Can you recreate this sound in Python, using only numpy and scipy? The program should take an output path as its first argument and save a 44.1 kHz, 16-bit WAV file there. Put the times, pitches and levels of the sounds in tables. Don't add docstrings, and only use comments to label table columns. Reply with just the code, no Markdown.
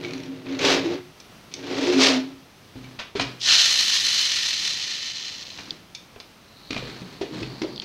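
import sys
import numpy as np
from scipy import signal
from scipy.fft import rfft, irfft
from scipy.io import wavfile

SR = 44100
rng = np.random.default_rng(int(sys.argv[2]) if len(sys.argv) > 2 else 0)


def to_wav(s):
    ch = np.atleast_2d(s).T
    pcm = np.round(np.clip(ch, -1, 1) * 32767)
    wavfile.write(sys.argv[1], SR, pcm.astype(np.int16))


N = 345744
TIME = np.arange(N) / SR
REFERENCE_SPEED = 60


# (frequency [Hz], level [dB])
HOUSING_SPECTRUM = [(600, -53), (1000, -22), (1550, -39), (1800, -5.5), (2200, -7.5), (3000, -4.5),
                    (3400, -4), (4100, -2.5), (4800, -4), (6300, -7.5), (7100, -17), (7700, -22),
                    (8500, -36.5), (15500, -61)]
# (frequency [Hz], level [dB], t60 [s])
GEARBOX_MODES = [(1868, -10, 0.013), (3013, -3, 0.066), (3220, -20.5, 0.03), (3620, -7, 0.031),
                 (4066, 3.5, 0.021), (4322, 0, 0.025), (4980, -14, 0.013), (6240, -9, 0.032)]
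# (lower edge [Hz], upper edge [Hz], relative level [dB], loss per halving of speed [dB])
CLATTER_BANDS = [(676, 2200, -26, 21), (1216, 2340, -20, 1)]
def free_motor():
    release_s, run_up_s, stop_s, top_turns_per_s = 3.388, .09, 5.857, 68
    pace = curve([(release_s, 0), (release_s + run_up_s, 1), (stop_s, 0)])
    speed = top_turns_per_s * pace
    push = bell(3.53, width_s=.11)
    clicks = teeth(np.maximum(speed, 10), per_turn=24, scatter_db=3.5, wobble_db=1.24, slack=.35)
    clicks = unit(clicks + undb(1) * chatter(clicks, t60=.03))
    housing = unit(colour(clicks, HOUSING_SPECTRUM))
    shell = unit(through(chatter(clicks, t60=.0041), ring(GEARBOX_MODES)))
    whirr = unit(housing + undb(-4.5) * shell)
    for lo_hz, hi_hz, db, loss_db in CLATTER_BANDS:
        clatter = unit(band(clicks, lo_hz, hi_hz, order=3))
        whirr += clatter * undb(db + loss_db * np.log2(pace + 1e-9) + 4 * push)
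    thin = unit(band(chatter(clicks, t60=.004), 2800, 5800, order=3)) * undb(-1)
    fullness = ramp(release_s, rise_s=.11)
    whirr = fullness * whirr + (1 - fullness) * thin
    whirr *= by_speed(speed, db=-20, db_per_doubling=8) * undb(4.5 * push)
    fizz = unit(colour(clicks, [(5000, -32), (8000, -2), (11000, -4), (15500, -16)]))
    fizz *= by_speed(speed, db=-40, db_per_doubling=15, ceiling_db=-38)
    fizz *= undb(1.04 * walk(60)) * ramp(release_s, rise_s=.15)
    return (whirr + fizz) * undb(.7 * walk(35))


# (time [s], speed [turns/s])
PULL_BACK_SPEED = [(0, 20.3), (.2, 18.7), (.43, 13), (.51, 23.5), (.575, 21.8), (.66, 53), (.73, 49),
                   (.82, 27), (.93, 27.62), (1.04, 9.4), (1.2, 4.2)]
# (time [s], speed [turns/s])
RUN_SPEED = [(1.47, 4), (1.56, 14.15), (1.72, 27.7), (1.84, 34.2), (1.975, 36.7), (2.035, 57), (2.11, 44),
             (2.23, 17.1), (2.45, 4.6)]
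# (frequency [Hz], level [dB])
CHASSIS_SPECTRUM = [(300, -17.5), (550, 5.5), (850, 0.5), (1100, 0), (1600, 0), (2400, 2), (3100, -1),
                    (4100, -1), (5000, -8.5), (6300, -12), (7200, -20.5), (8300, -37), (11000, -32),
                    (15500, -38)]
def driving(table):
    speed = np.maximum(curve(PULL_BACK_SPEED + RUN_SPEED), 1)
    held = TIME < PULL_BACK_SPEED[-1][0]
    clicks = teeth(speed, per_turn=22, scatter_db=4.5, wobble_db=1, slack=.35)
    clicks += undb(5.5) * chatter(clicks, t60=.075)
    sizzle = unit(band(chatter(clicks, t60=.0032), 2520, 5770, order=3))
    sizzle *= by_speed(speed, db=3, db_per_doubling=7.5) * undb(-5 * held)
    chassis = unit(colour(clicks, CHASSIS_SPECTRUM))
    gears = (chassis + sizzle) * by_speed(speed, db=-17.5, db_per_doubling=16.5)
    treads = teeth(speed, per_turn=12, scatter_db=3, wobble_db=3.5, slack=.226)
    drum = unit(through(treads, table)) * by_speed(speed, db=-12, db_per_doubling=18.17, ceiling_db=-24.5)
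    rumble = unit(band(treads, 107, 176, order=3))
    rumble *= by_speed(speed, db=-27.5, db_per_doubling=12.4, ceiling_db=-44.5)
    rumble *= undb(5.5 * held)
    return gears, drum + rumble + booms(speed)


# (frequency [Hz], level [dB], t60 [s])
TABLE_MODES = [(121.7, -16, 0.75), (194, -17.5, 0.36), (268.2, -2.5, 0.84), (287, -0.5, 0.23),
               (330, -6.5, 0.47), (361, -3, 0.39), (405, -0.5, 0.53), (416, -2, 0.3), (459.36, 1, 0.29),
               (514, -12, 0.3), (591, -4, 0.048), (634, -6.5, 0.18), (708.3, -24, 0.057),
               (765, -11.5, 0.103), (870.4, -7.5, 0.054)]
def table_top():
    return ring(TABLE_MODES)


RESONANCES = {"low": (265.5, 4.5, 0.5, 0.44), "middle": (294.5, 7, -1, 0.04),
              "high": (359, 10, -0.5, 0.3739)}
# (time [s], level [dB], swell width [s], mode name)
ANTINODE_CROSSINGS = [(.06, -33.5, 0.018, "high"), (.165, -34, 0.028, "low"), (0.311, -32.5, 0.043, "low"),
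                      (0.522, -27, .035, "low"), (.74, -29, 0.035, "high"), (0.864, -22.5, 0.017, "high"),
                      (.93, -32, .03, "high"), (1.73, -33.5, 0.019, "high"), (1.84, -22, 0.0431, "middle"),
                      (1.899, -18, 0.029, "high"), (1.985, -16.5, 0.037, "low"), (2.169, -21.5, 0.1, "low")]
def booms(speed):
    out = np.zeros(N)
    hum = by_speed(speed, db=-17, db_per_doubling=15.8, ceiling_db=-37)
    for name, (hz, waver_hz, hum_db, t60) in RESONANCES.items():
        power = (hum * undb(hum_db)) ** 2
        for s, db, swell_s, mode in ANTINODE_CROSSINGS:
            if mode == name:
                envelope = np.where(TIME < s, bell(s, swell_s), release(s, t60))
                power += (undb(db) * envelope) ** 2
        pitch_hz = hz + waver_hz * walk(40)
        out += np.sqrt(power) * unit(oscillator(pitch_hz))
    return out


# (frequency [Hz], level [dB])
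PLASTIC_SPECTRUM = [(300, -18), (800, -6), (1600, -4), (2400, 2.5), (3200, 2), (4100, 3), (5000, -1),
                    (6300, -5), (7500, -17.5), (10000, -27.5), (15500, -49)]
def knock(db, tilt_db, t60, ping_db):
    blow = diffuse(t60) + undb(-4.5) * diffuse(.0026)
    tilted = [(hz, level + tilt_db * np.log2(min(hz, 6000) / 3000)) for hz, level in PLASTIC_SPECTRUM]
    ping_hz = 2395 * (1 + .035 * rng.standard_normal())
    sound = unit(colour(blow, tilted)) + undb(ping_db) * unit(tone(ping_hz, 2.3 * t60))
    onset = 1 - fade(.12 * t60)
    return at_peak(sound * onset, db)


# (time [s], relative level [dB], tilt [dB/octave], t60 [s], ping against rattle [dB])
BODY_KNOCKS = [(0.0481, -22, -3.5, 0.013, 3), (0.135, -23.5, 2, 0.0176, -12),
               (0.4662, -32, -7.5, 0.018, -6), (.5914, -19, 3.5, 0.029, -6), (.65, -13.5, 3, 0.044, -16),
               (.727, -13.5, 2, .04, -19), (1.2007, -35, 15, 0.031, -12), (1.514, -39, 0, .11, -12),
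               (1.5395, -18, 9.5, 0.018, -22), (2.033, -10.5, 5, .05, -20), (2.8423, -37, -3, 0.037, -3),
               (2.9889, -22.5, -4, 0.15, -26), (3.152, -23, -2.5, 0.26, -9),
               (3.1968, -11.5, -4, 0.0323, -8), (3.207, -19, -1, 0.11, -16), (5.5854, -28, -4, 0.058, -10),
               (5.9491, -24.5, 5.5, 0.038, -14), (6.1608, -31.5, -11, 0.044, -21),
               (6.2009, -25, -1, 0.032, -17), (6.7062, -18.5, -1, .035, -6), (6.7296, -18.5, -1, .018, -14),
               (6.7454, -24, -3, .02, -18), (6.7647, -20, -6, 0.02, -5), (6.778, -22.5, -0.5, .02, -15),
               (7.2107, -27, -2.5, 0.13, -18), (7.4283, -26, -2.5, 0.032, -8),
               (7.6171, -21.5, -1.5, 0.037, -15), (7.634, -28.5, -3, 0.056, -18),
               (7.818, -27, 0, 0.074, -21)]
# (start [s], duration [s], relative level [dB], ping against rattle [dB])
BRICK_RATTLES = [(0, .11, -29, -7), (0.146, .11, -35.5, -7), (6.785, .025, -26, -4), (7.39, .13, -37.5, -4)]
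def knocks():
    out, gap_s = np.zeros(N), .026
    for s, db, tilt_db, t60, ping_db in BODY_KNOCKS:
        add(out, s, knock(db, tilt_db, t60, ping_db))
    for start, length, db, ping_db in BRICK_RATTLES:
        for s in np.arange(start, start + length, gap_s):
            delay_s = gap_s * rng.random() / 2
            click_db = db + 4 * rng.standard_normal()
            add(out, s + delay_s, knock(click_db, tilt_db=-.5, t60=.013, ping_db=ping_db))
    return out * undb(1)


# (frequency [Hz], level [dB], t60 [s])
THUD_MODES = [(49.86, -3.5, 0.54), (86, -6.5, 0.14), (125.5, 5, 0.77)]
# (time [s], peak level [dB], frequency [Hz], t60 [s], thud against bounce [dB])
WHEEL_BUMPS = [(2.755, -31.5, 259.6, 0.8, 0.5), (3.152, -20, 395.3, 0.052, -16),
               (3.198, -22.5, 271.7, 0.23, -4), (5.711, -40, 330, 0.215, -6), (6.705, -22, 282, 0.074, -9),
               (6.762, -24.5, 207.5, 0.049, -4.5), (6.824, -28.5, 493, .02, -3),
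               (7.017, -28, 185, 0.12, -29), (7.212, -16.5, 368, 0.045, -41), (7.232, -24.5, 354, .11, -32),
               (7.309, -29, 311.4, 0.42, -26.5), (7.417, -23.5, 324, .066, -5),
               (7.617, -18, 324, 0.073, -26.5), (7.64, -18.5, 355, .12, -25), (7.645, -30, 602, 0.089, -25)]
def bumps(table):
    out, thud = np.zeros(N), unit(ring(THUD_MODES))
    cushion = 1 - fade(.00466)
    for s, db, hz, t60, thud_db in WHEEL_BUMPS:
        bounce = unit(tone(hz, t60))
        rattle = unit(band(diffuse(.029), 220, 530))
        sound = bounce + undb(-9.5) * (unit(table) + rattle) + undb(thud_db) * thud
        add(out, s, at_peak(sound * cushion, db))
    return out


# (time [s], relative level [dB], lower mode [Hz])
DRY_SNAPS = [(5.7072, -10.5, 3480), (7.761, -21, 3640), (7.7784, -19.5, 3230), (7.799, -13, 3240)]
def snaps():
    out = np.zeros(N)
    for s, db, hz in DRY_SNAPS:
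        modes = tone(hz, t60=.01) - tone(1.37 * hz, t60=.0093)
        add(out, s, at_peak(band(modes, 2100, 9400, order=3), db))
    return out * undb(-1.5)


# (frequency [Hz], level [dB])
SCRAPE_SPECTRUM = [(500, -8.5), (1200, 5.5), (2600, -1), (4200, -0.5), (6000, -10.5), (8000, -18.5),
                   (15000, -45)]
# (start [s], duration [s], rub level [dB], scrape level [dB])
HAND_MOVES = [(2.741, 0.2, -49.5, -51.5), (3.152, 0.11, -39.5, -40.5), (5.553, 0.18, -48.5, -48.5),
              (6.71, 0.19, -40.5, -41.5), (6.95, 0.46, -48, -49.5), (7.313, 0.11, -38, -43),
              (7.49, 0.53, -44.5, -50.5)]
def handling():
    slips = rng.standard_normal(N) * undb(1.25 * walk(90))
    rub = unit(colour(slips, [(30, -17.5), (50, -23), (80, -20.5), (125, -2.5), (200, -1.5),
                              (300, -2.5), (420, -8.5), (600, -12.5), (1200, -12), (4000, -55.5)]))
    scrape = unit(colour(slips * undb(1.77 * walk(700)), SCRAPE_SPECTRUM))
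    out = np.zeros(N)
    for s, length, rub_db, scrape_db in HAND_MOVES:
        envelope = ramp(s, rise_s=.03) * release(s + length, t60=.55)
        out += envelope * (undb(rub_db) * rub + undb(scrape_db) * scrape)
    return out


def room(x, wet_db, t60):
    tail = diffuse(t60)
    tail *= ramp(0, rise_s=.0035)[:len(tail)]
    return x + undb(wet_db) * through(x, band(tail, 130, 4900, order=1))


# (frequency [Hz], level [dB])
AIR_SPECTRUM = [(15, -62), (25, -13.5), (91, -6), (194, -4), (248, -7.5), (342, -8.5), (473, -11.5),
                (620, -12), (1040, -13.5), (1320, -13), (1550, -17), (2730, -16), (6140, -21.5),
                (7030, -29), (15800, -33)]
# (time [s], level [dB], width [s])
FAINT_SWELLS = [(6.8, -48, 0.238), (7.75, -48.5, 0.56)]
def background():
    air = unit(colour(rng.standard_normal(N), AIR_SPECTRUM)) * undb(-50.5 + walk(4.458))
    low_noise = signal.sosfilt(signal.butter(2, 280, fs=SR, output="sos"), rng.standard_normal(N))
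    centre_hz = 4170 + 340 * (TIME - FAINT_SWELLS[0][0])
    hiss = unit(low_noise * oscillator(centre_hz))
    return air + hiss * sum(undb(db) * bell(s, width_s) for s, db, width_s in FAINT_SWELLS)


def teeth(speed, per_turn, scatter_db, wobble_db, slack):
    turns = np.cumsum(speed) / SR
    at = np.flatnonzero(np.diff(np.floor(turns * per_turn)))
    force, timing, polarity = rng.standard_normal((len(at), 3)).T
    level_db = scatter_db * np.clip(force, -2, 2) + wobble_db * np.cos(2 * np.pi * turns[at])
    size = np.sign(polarity) * undb(level_db) / np.sqrt(speed[at])
    late = (slack * timing * SR / (speed[at] * per_turn)).astype(int)
    return unit(np.bincount(np.clip(at + late, 0, N - 1), size, N))


def chatter(clicks, t60):
    retained = np.exp(-2 * np.log(1000) / (t60 * SR))
    energy = signal.lfilter([1], [1, -retained], clicks ** 2 + 1e-18)
    return unit(np.sqrt(energy) * rng.standard_normal(N))


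def by_speed(speed, db, db_per_doubling, ceiling_db=None):
    gain = undb(db + db_per_doubling * np.log2(speed / REFERENCE_SPEED + 1e-9))
    return gain if ceiling_db is None else gain / np.hypot(1, gain / undb(ceiling_db))


def ring(modes):
    y = sum(rng.choice([-1, 1]) * undb(db) * tone(hz, t60) / np.sqrt(t60) for hz, db, t60 in modes)
    return y / np.linalg.norm(y)


def tone(hz, t60):
    return fade(t60) * np.sin(2 * np.pi * hz * TIME[:SR // 3])


def diffuse(t60):
    y = fade(t60) * rng.standard_normal(SR // 3)
    return y / np.linalg.norm(y)


def oscillator(hz):
    return np.sin(2 * np.pi * np.cumsum(hz) / SR)


def colour(x, points):
    size = 4096
    hz, db = np.transpose(points)
    gain = undb(np.interp(np.log(np.fft.rfftfreq(size, 1 / SR) + 1), np.log(hz), db))
    cepstrum = irfft(np.log(gain))
    cepstrum[1:size // 2] *= 2
    cepstrum[size // 2 + 1:] = 0
    return through(x, irfft(np.exp(rfft(cepstrum))))


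def through(x, response):
    return signal.oaconvolve(x, response)[:len(x)]


def band(x, lo_hz, hi_hz, order=2):
    return signal.sosfilt(signal.butter(order, [lo_hz, hi_hz], "band", fs=SR, output="sos"), x)


def fade(t60):
    return np.exp(-np.log(1000) * TIME[:SR // 3] / max(t60, 1e-3))


def release(s, t60):
    return np.exp(-np.log(1000) * np.maximum(TIME - s, 0) / t60)


def ramp(s, rise_s):
    return np.clip((TIME - s) / rise_s, 0, 1)


def bell(s, width_s):
    return np.exp(-((TIME - s) / width_s) ** 2)


def curve(rows):
    return np.interp(TIME, *np.transpose(rows))


def walk(rate_hz):
    knots = np.arange(0, TIME[-1] + 1 / rate_hz, 1 / rate_hz)
    return unit(np.interp(TIME, knots, rng.standard_normal(len(knots))))


def undb(db):
    return 10 ** (np.asarray(db) / 20)


def unit(x):
    return x / np.sqrt(np.mean(x ** 2))


def at_peak(x, db):
    return undb(db) * x / np.abs(x).max()


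def add(out, s, sound):
    i = int(s * SR)
    out[i:i + len(sound)] += sound[:N - i]


def scene():
    table = table_top()
    gears, rolling = driving(table)
    motor = room(gears + free_motor(), wet_db=-8.5, t60=.38)
    blows = room(knocks() + bumps(table), wet_db=-2, t60=.36)
    return (motor + blows + rolling + handling() + snaps() + background())[None]


def record(dry):
    return signal.sosfilt(signal.ellip(10, .1, 80, 15700, fs=SR, output="sos"), dry)


dry = scene()
out = record(dry)
to_wav(out)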